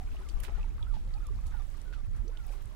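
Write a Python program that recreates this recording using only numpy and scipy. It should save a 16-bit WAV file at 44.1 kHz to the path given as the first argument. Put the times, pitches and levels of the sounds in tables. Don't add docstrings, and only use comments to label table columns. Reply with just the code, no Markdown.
import sys
import numpy as np
from scipy import signal
from scipy.fft import rfft, irfft
from scipy.io import wavfile
from scipy.ndimage import uniform_filter1d

SR = 44100
rng = np.random.default_rng(int(sys.argv[2]) if len(sys.argv) > 2 else 0)


def bounce(signal):
    frames = np.transpose(np.atleast_2d(signal))
    limited = np.clip(frames, -1, 1)
    pcm = np.round(limited * 32767).astype(np.int16)
    wavfile.write(sys.argv[1], SR, pcm)


N = 121275
TIME = np.arange(N) / SR


def from_db(db):
    return 10 ** (np.asarray(db) / 20)


def rms_one(x):
    return x / np.sqrt(np.mean(x ** 2) + 1e-20)


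def pan(db):
    gains = np.array([from_db(db / 2), from_db(-db / 2)]).reshape(2, -1)
    return gains / np.sqrt(np.mean(gains ** 2, axis=0))


def fader(points):
    return from_db(np.interp(TIME, *np.transpose(points)))


def band(x, low_hz, high_hz):
    return signal.sosfilt(signal.butter(2, [low_hz, high_hz], "band", fs=SR, output="sos"), x + 1e-18)


def drift(per_s):
    return rms_one(np.interp(TIME * per_s, np.arange(2000), rng.standard_normal(2000)))


def noise(spectrum, correlation):
    hz, db = np.transpose(spectrum)
    freqs = np.maximum(np.arange(N // 2 + 1) * SR / N, 1)
    eq = from_db(np.interp(np.log(freqs), np.log(hz), db))
    roll_off = np.minimum(freqs / hz[0], 1) ** 2 * np.minimum(hz[-1] / freqs, 1) ** 2
    mid, side = irfft(rfft(rng.standard_normal((2, N))) * eq * roll_off, N)
    return rms_one(np.sqrt(1 + correlation) * mid + np.sqrt(1 - correlation) * side * [[1], [-1]])


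def clicks(per_s, spread_db):
    born = rng.random(N) < per_s / SR
    size = from_db(spread_db * np.minimum(rng.exponential(1, N), 4)) * rng.choice([-1, 1], N)
    return born * size * pan(rng.normal(0, 21, N))


def tiny_bubbles(per_s, low_hz, high_hz, t60_cycles, spread_db, tilt_db_per_octave, pitches):
    pops = clicks(per_s, spread_db)
    pitch_index = rng.integers(0, pitches, N)
    pops *= np.where(rng.random((2, N)) < .2, -1, 1)
    out = 0
    for k, hz in enumerate(np.geomspace(low_hz, high_hz, pitches)):
        r = from_db(-60 * hz / (t60_cycles * SR))
        resonator = [(1 - r * r) / 2, 0, (r * r - 1) / 2, 1, -2 * r * np.cos(2 * np.pi * hz / SR), r * r]
        ring = signal.sosfilt([resonator, resonator], pops * (pitch_index == k) + 1e-18) / (1 - r)
        out += ring * from_db(tilt_db_per_octave * np.log2(hz / low_hz))
    return rms_one(out)


def scatter(x, decay_s, wet):
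    t = TIME[:SR // 20]
    tails = rng.standard_normal((2, len(t))) * np.exp(-t / decay_s)
    tails /= np.sqrt(np.sum(tails ** 2, axis=1, keepdims=True))
    return x + wet * signal.fftconvolve(x.mean(axis=0)[None], tails, axes=1)[:, :N]


# time_s, level_db (before trim), pan_db
GUSTS = [(0.0, -40.5, -6.5), (0.331, -41.5, 14.5), (0.35, -31.5, 14), (0.46, -45.5, 4), (0.53, -36, 19),
         (0.67, -37.5, -11), (0.77, -43, 4.5), (0.91, -33, -17.5), (1.03, -42.5, 1), (1.12, -38, -6.5),
         (1.51, -40, -4.5), (1.54, -36.5, -42), (1.79, -44.5, -18), (2.15, -38, -6), (2.2, -36.5, -18),
         (2.38, -44.5, -4), (2.43, -39, -13), (2.75, -47.5, -15)]
# freq_hz, gain_db
BUFFET_EQ = [(15, -14.5), (28, 1), (42, -5.5), (60, -12), (80, -29.5), (120, -36.5)]
# time_s, level_db (before trim)
FLUTTER_RIDE = [(0.0, -51), (0.33, -55), (0.35, -51.5), (1.05, -44), (1.31, -53), (1.36, -38.5),
                (1.42, -53.5), (1.45, -43), (1.72, -54.5), (2.21, -45), (2.26, -55.5), (2.59, -59),
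                (2.68, -47), (2.75, -66)]
# freq_hz, gain_db
FLUTTER_EQ = [(55, -13), (80, -0.5), (110, -10.5), (160, -23.5), (250, -25.5), (500, -50)]


def wind(buffet_trim_db=7, flutter_trim_db=2.5):
    time_s, level_db, pan_db = np.transpose(GUSTS)
    air = noise(BUFFET_EQ, correlation=0.056)
    air /= np.sqrt(uniform_filter1d(air ** 2, size=4000, axis=1) + 0.17)
    gust_gain = from_db(buffet_trim_db + np.interp(TIME, time_s, level_db))
    buffet = air * gust_gain * pan(np.interp(TIME, time_s, pan_db))
    flutter = noise(FLUTTER_EQ, correlation=.1) * fader(FLUTTER_RIDE) * from_db(flutter_trim_db)
    return buffet + flutter * pan(-7)


# time_s, level_db (before trim)
RIPPLE_RIDE = [(0.0, -58.5), (0.47, -58), (0.56, -58), (0.93, -63), (1.05, -61), (1.17, -61.5),
               (1.55, -61.5), (1.67, -63.5), (1.78, -61), (2.18, -63.5), (2.48, -59.5), (2.75, -61)]
# freq_hz, gain_db
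WASH_EQ = [(150, 7.5), (300, -2), (600, -5.5), (1300, -7), (2000, -13), (3200, -16)]


def ripples(wash_trim_db=1.5, gurgle_trim_db=-5):
    wash = from_db(wash_trim_db + drift(25.27)) * noise(WASH_EQ, correlation=0.028)
    gurgle = tiny_bubbles(per_s=170, low_hz=297.3, high_hz=2272, t60_cycles=29.5,
                          spread_db=1.5, tilt_db_per_octave=1.25, pitches=28)
    return fader(RIPPLE_RIDE) * (wash + from_db(gurgle_trim_db) * gurgle)


# time_s, level_db (before trim)
FOAM_RIDE = [(0.0, -71), (0.35, -70.5), (0.76, -74), (1.72, -70.5), (1.95, -74), (2.34, -75), (2.49, -68),
             (2.75, -74.5)]
# freq_hz, gain_db
HISS_EQ = [(3600, -0.5), (8000, 0), (12000, -4), (16000, -9)]


def foam(hiss_trim_db=1, fizz_trim_db=2):
    hiss = from_db(hiss_trim_db) * noise(HISS_EQ, correlation=0.028)
    fizz = tiny_bubbles(per_s=800, low_hz=1690, high_hz=15500, t60_cycles=12,
                        spread_db=2, tilt_db_per_octave=0.8, pitches=30)
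    return fader(FOAM_RIDE) * (hiss + from_db(fizz_trim_db) * fizz)


# start_s, pitch_hz, level_db (before trim), pan_db, t60_s
PLOPS = [(.004, 732, -51.5, 27, 0.17), (0.071, 2320, -60, -4, 0.045), (.086, 1444, -58, 0, 0.04),
         (0.116, 2480, -55, -8, 0.016), (0.128, 242, -52.5, 2, 0.03), (.208, 970, -53, 1, 0.031),
         (.144, 650, -51, 0, 0.023), (0.166, 2810, -56.5, -9, 0.02), (0.19, 365.6, -54, -4, 0.18),
         (0.289, 2870, -53.5, -6, 0.011), (0.297, 4560, -51.5, -4, 0.023), (0.367, 1076, -49.5, -4, 0.026),
         (0.401, 2940, -53, -16, .012), (.499, 674, -54.5, -3, 0.12), (0.55, 1320, -52, -11, 0.017),
         (.575, 819, -53.5, -2, 0.079), (0.574, 1710, -54, -15, .022), (0.598, 1800, -62, -13, 0.018),
         (0.61, 2450, -58, -13, 0.027), (0.64, 924, -55, -1, .02), (0.705, 2500, -63, -18, 0.014),
         (0.793, 1410, -49.5, 10, 0.0085), (.806, 890, -57.5, -5, 0.085), (.827, 3320, -47.5, -13, 0.018),
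         (0.865, 1326, -52, -7, 0.033), (.936, 857, -52.5, -8, 0.078), (0.9665, 807, -46.5, 4, 0.015),
         (1.073, 496, -58, -11, 0.059), (1.139, 4400, -53.5, -5, 0.01), (1.146, 788, -51.5, 1, 0.075),
         (1.166, 864, -53, -2, 0.028), (1.174, 2430, -62, -14, 0.036), (1.286, 1160, -51, -21, 0.015),
         (1.298, 374, -51.5, -5, 0.055), (1.481, 784, -61, 10, 0.018), (1.543, 823, -51.5, 1, 0.03),
         (1.590, 753, -54.5, 10, 0.076), (1.743, 1130, -54.5, -12, 0.025), (1.9375, 1450, -48.5, -9, 0.017),
         (1.939, 2730, -56, 1, 0.0096), (2.046, 2370, -57.5, -7, 0.0092), (2.2792, 5730, -54.5, -3, 0.019),
         (2.312, 1024, -58.5, -4, 0.034), (2.371, 2855, -51, -22, 0.01), (2.492, 760, -49.5, 4, 0.03),
         (2.501, 527, -54.5, -2, .035), (2.536, 1020, -53, -2, 0.022), (2.596, 1105, -57, 2, 0.021)]


def bubbles(trim_db=3.5, rise=0.16, wobble=.03, attack_cycles=2.9, rough_db=2,
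            plip_db=-5, plip_decay_s=0.0031, port_lag_s=0.00069):
    out = np.zeros((2, N))
    for start_s, pitch_hz, level_db, pan_db, t60_s in PLOPS:
        start = int(start_s * SR)
        t = TIME[:min(SR // 5, N - start)]
        hz = pitch_hz * (1 + rise * np.minimum(t / t60_s, 1) + wobble * drift(250)[:len(t)])
        phase = 2 * np.pi * np.cumsum(hz) / SR
        shift = min(np.pi * pitch_hz * port_lag_s, np.pi / 4) * rng.choice([-1, 1])
        envelope = (1 - np.exp(-(t * pitch_hz / attack_cycles) ** 2)) * from_db(-60 * t / t60_s)
        burst = band(rng.standard_normal((2, SR // 5)), pitch_hz / 2 ** .5, pitch_hz * 2 ** .25)
        plip = rms_one(burst)[:, :len(t)] * np.exp(-t / plip_decay_s)
        roughness = from_db(rough_db * drift(200)[:len(t)])
        ring = envelope / envelope.max() * roughness * np.sin([phase + shift, phase - shift])
        plop = ring + from_db(plip_db) * plip
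        out[:, start:start + len(t)] += from_db(level_db + trim_db) * plop * pan(pan_db)
    return out


# start_s, attack_s, decay_s, low_hz, high_hz, level_db, pan_db
WAVELETS = [(0.282, 0.0069, 0.011, 2820, 8900, -54, -12), (0.422, 0.015, 0.013, 5400, 13800, -48.5, -4.5),
            (0.429, 0.0072, 0.039, 220, 2970, -49.5, -15), (0.447, 0.0042, 0.013, 1720, 4960, -54.5, 0),
            (0.474, 0.0089, 0.011, 397, 1920, -48, -7), (.54, 0.011, 0.03, 1200, 4700, -64, -14),
            (.11, 0.018, 0.079, 700, 3970, -64, 15), (.93, 0.013, 0.042, 1500, 4440, -58.5, -1),
            (1.514, 0.0037, 0.087, 620, 1900, -57, -5), (2.14, 0.0078, 0.064, 900, 1820, -60.5, 6),
            (2.155, 0.0089, 0.015, 4960, 12700, -65.5, 11), (1.455, 0.0088, 0.025, 2960, 10400, -61, -6),
            (1.914, 0.021, 0.022, 1180, 4300, -57.5, -4), (2.485, 0.042, 0.026, 1500, 11500, -62.5, 10),
            (2.49, 0.017, 0.092, 445, 1080, -68, -3)]


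def splashes():
    out = 0
    for start_s, attack_s, decay_s, low_hz, high_hz, level_db, pan_db in WAVELETS:
        t = TIME - start_s
        envelope = np.clip(t / attack_s, 0, 1) ** 2 * np.exp(-np.maximum(t - attack_s, 0) / decay_s)
        grains = clicks(per_s=9900, spread_db=1.5) * rng.choice([-1, 1], (2, N))
        spray = rms_one(band(grains, low_hz, high_hz))
        out += from_db(level_db) * envelope * spray * pan(pan_db)
    return out


# upward_break_s, high_part_s, level_db, lead_in_db (relative to level_db)
YELPS = [(.226, .034, -63, -6), (.553, .033, -62, -5), (.88, .034, -61, -9), (1.214, .035, -61.5, -8),
         (1.524, .07, -61, -10), (1.858, .118, -64, -25), (2.325, .125, -66, -20)]
GULL_TONE = [0, -18, -4]


def gull(lead_hz=1265, top_hz=1500, sag_hz=1317, tail_hz=1198, droop_hz=63.6, cutoff_hz=3650,
         lead_s=0.1, jump_s=0.0055, tail_s=0.038, swell_db=2.5, rough_db=2.6):
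    out = 0
    waver = 1 + .014 * drift(200)
    for upward_break_s, high_part_s, level_db, lead_in_db in YELPS:
        t = TIME - upward_break_s
        end_s = high_part_s + jump_s + tail_s
        hz = np.interp(t, [-jump_s, 0, high_part_s / 2, high_part_s, high_part_s + jump_s, end_s],
                       [lead_hz, top_hz, top_hz - droop_hz, sag_hz, tail_hz, tail_hz - droop_hz])
        gate = np.clip((t + lead_s) / 0.03, 0, 1) * np.clip((end_s - t) / 0.028, 0, 1)
        gain = from_db(level_db + np.interp(t, [-jump_s, 0, high_part_s], [lead_in_db, -swell_db, 0]))
        phase = 2 * np.pi * np.cumsum(hz * waver) / SR
        for k, harmonic_db in enumerate(GULL_TONE, 1):
            high_cut = 1 / (1 + (k * hz / cutoff_hz) ** 20)
            out += gate * gain * from_db(harmonic_db) * high_cut * np.sin(k * phase)
    return out * from_db(rough_db * drift(200)) * pan(-5)


# start_s, level_db (before trim and filter), pan_db, low_hz, high_hz
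TICKS = [(0.291, -45.5, 15, 6550, 8900), (0.4017, -45, -16, 5000, 15000), (.4042, -42.5, -4, 5500, 14500),
         (1.2679, -43, -4, 4500, 12300), (1.469, -50, -7, 7000, 13000), (1.482, -59, -10, 5000, 14000),
         (1.703, -57, 1, 6000, 14000), (1.774, -54.5, -6, 6000, 14000), (1.816, -47.5, 0, 3980, 9800),
         (2.163, -50, 6, 5500, 7500), (2.467, -46.5, 13, 8460, 15500), (2.622, -49.5, 0, 8500, 15500),
         (2.6565, -43.5, -1, 7700, 10600)]


def droplets(trim_db=3, decay_s=.0013):
    out = 0
    for start_s, level_db, pan_db, low_hz, high_hz in TICKS:
        envelope = (TIME >= start_s) * np.exp(-abs(TIME - start_s) / decay_s)
        tick = band(envelope * rng.standard_normal((2, N)), low_hz, high_hz)
        out += from_db(level_db + trim_db) * tick * pan(pan_db)
    return out


# start_s, pitch_hz, level_db, pan_db, t60_s
SLAP_HITS = [(.4355, 1800, -39, -10, .016), (0.4408, 1500, -42, -2, 0.017), (0.448, 2700, -43, -15, 0.0072),
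             (.4503, 2480, -35.5, -21, 0.005), (0.4662, 2740, -47, -19, 0.0067),
             (.487, 1000, -41, -16, 0.01), (.4962, 800, -37.5, -8, 0.0083), (0.63, 2620, -45, -15, 0.018),
             (0.7818, 1140, -45.5, -17, 0.017), (1.389, 1130, -48.5, -2, 0.022),
             (1.9276, 1570, -46.5, -4, 0.011), (1.935, 1500, -44, 5, .018), (1.9435, 2430, -63, -3, 0.011),
             (1.9464, 3040, -52.5, -2, 0.0069), (2.3733, 3600, -48, -11, 0.0084),
             (2.492, 2400, -54, -6, 0.012), (2.525, 2450, -53, 2, 0.015)]


def slaps(crack_db=-7, crack_decay_s=.0013):
    out = np.zeros((2, N))
    t = TIME[:SR // 20]
    for start_s, pitch_hz, level_db, pan_db, t60_s in SLAP_HITS:
        ring = np.sin(2 * np.pi * pitch_hz * t) * from_db(-60 * t / t60_s)
        burst = rms_one(band(rng.standard_normal((2, len(t))), pitch_hz / 2, 2 * pitch_hz))
        crack = from_db(crack_db) * burst * np.exp(-t / crack_decay_s)
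        start = int(start_s * SR)
        out[:, start:start + len(t)] += from_db(level_db) * (ring + crack) * pan(pan_db)
    return out


# start_s, length_s, first_hz, last_hz, level_db
AIR_POCKETS = [(0.472, 0.0298, 270, 529, -48.5), (0.957, 0.029, 150.8, 212, -54.5),
               (1.871, 0.06, 350, 513, -58.5), (2.223, .088, 174.6, 663, -50)]


def gulps(wobble=.11, roughness=.6):
    out = 0
    for start_s, length_s, first_hz, last_hz, level_db in AIR_POCKETS:
        progress = np.clip((TIME - start_s) / length_s, 0, 1)
        hz = first_hz * (last_hz / first_hz) ** progress * (1 + wobble * drift(300))
        arch = np.sqrt(4 * progress * (1 - progress))
        strength = 1 + roughness * np.array([drift(250), drift(250)])
        out += from_db(level_db) * arch * strength * np.sin(2 * np.pi * np.cumsum(hz) / SR)
    return out * pan(-1)


def scene():
    near = scatter(bubbles() + gulps() + splashes(), decay_s=0.015, wet=.42)
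    closest = scatter(slaps() + droplets(), decay_s=0.0091, wet=.3)
    far = scatter(gull(), decay_s=0.0041, wet=.42)
    return near + closest + far + ripples() + foam() + wind()


def record(dry):
    cutoff_hz = 15900
    return signal.sosfilt(signal.ellip(10, .2, 70, cutoff_hz, fs=SR, output="sos"), dry)


dry = scene()
out = record(dry)
bounce(out)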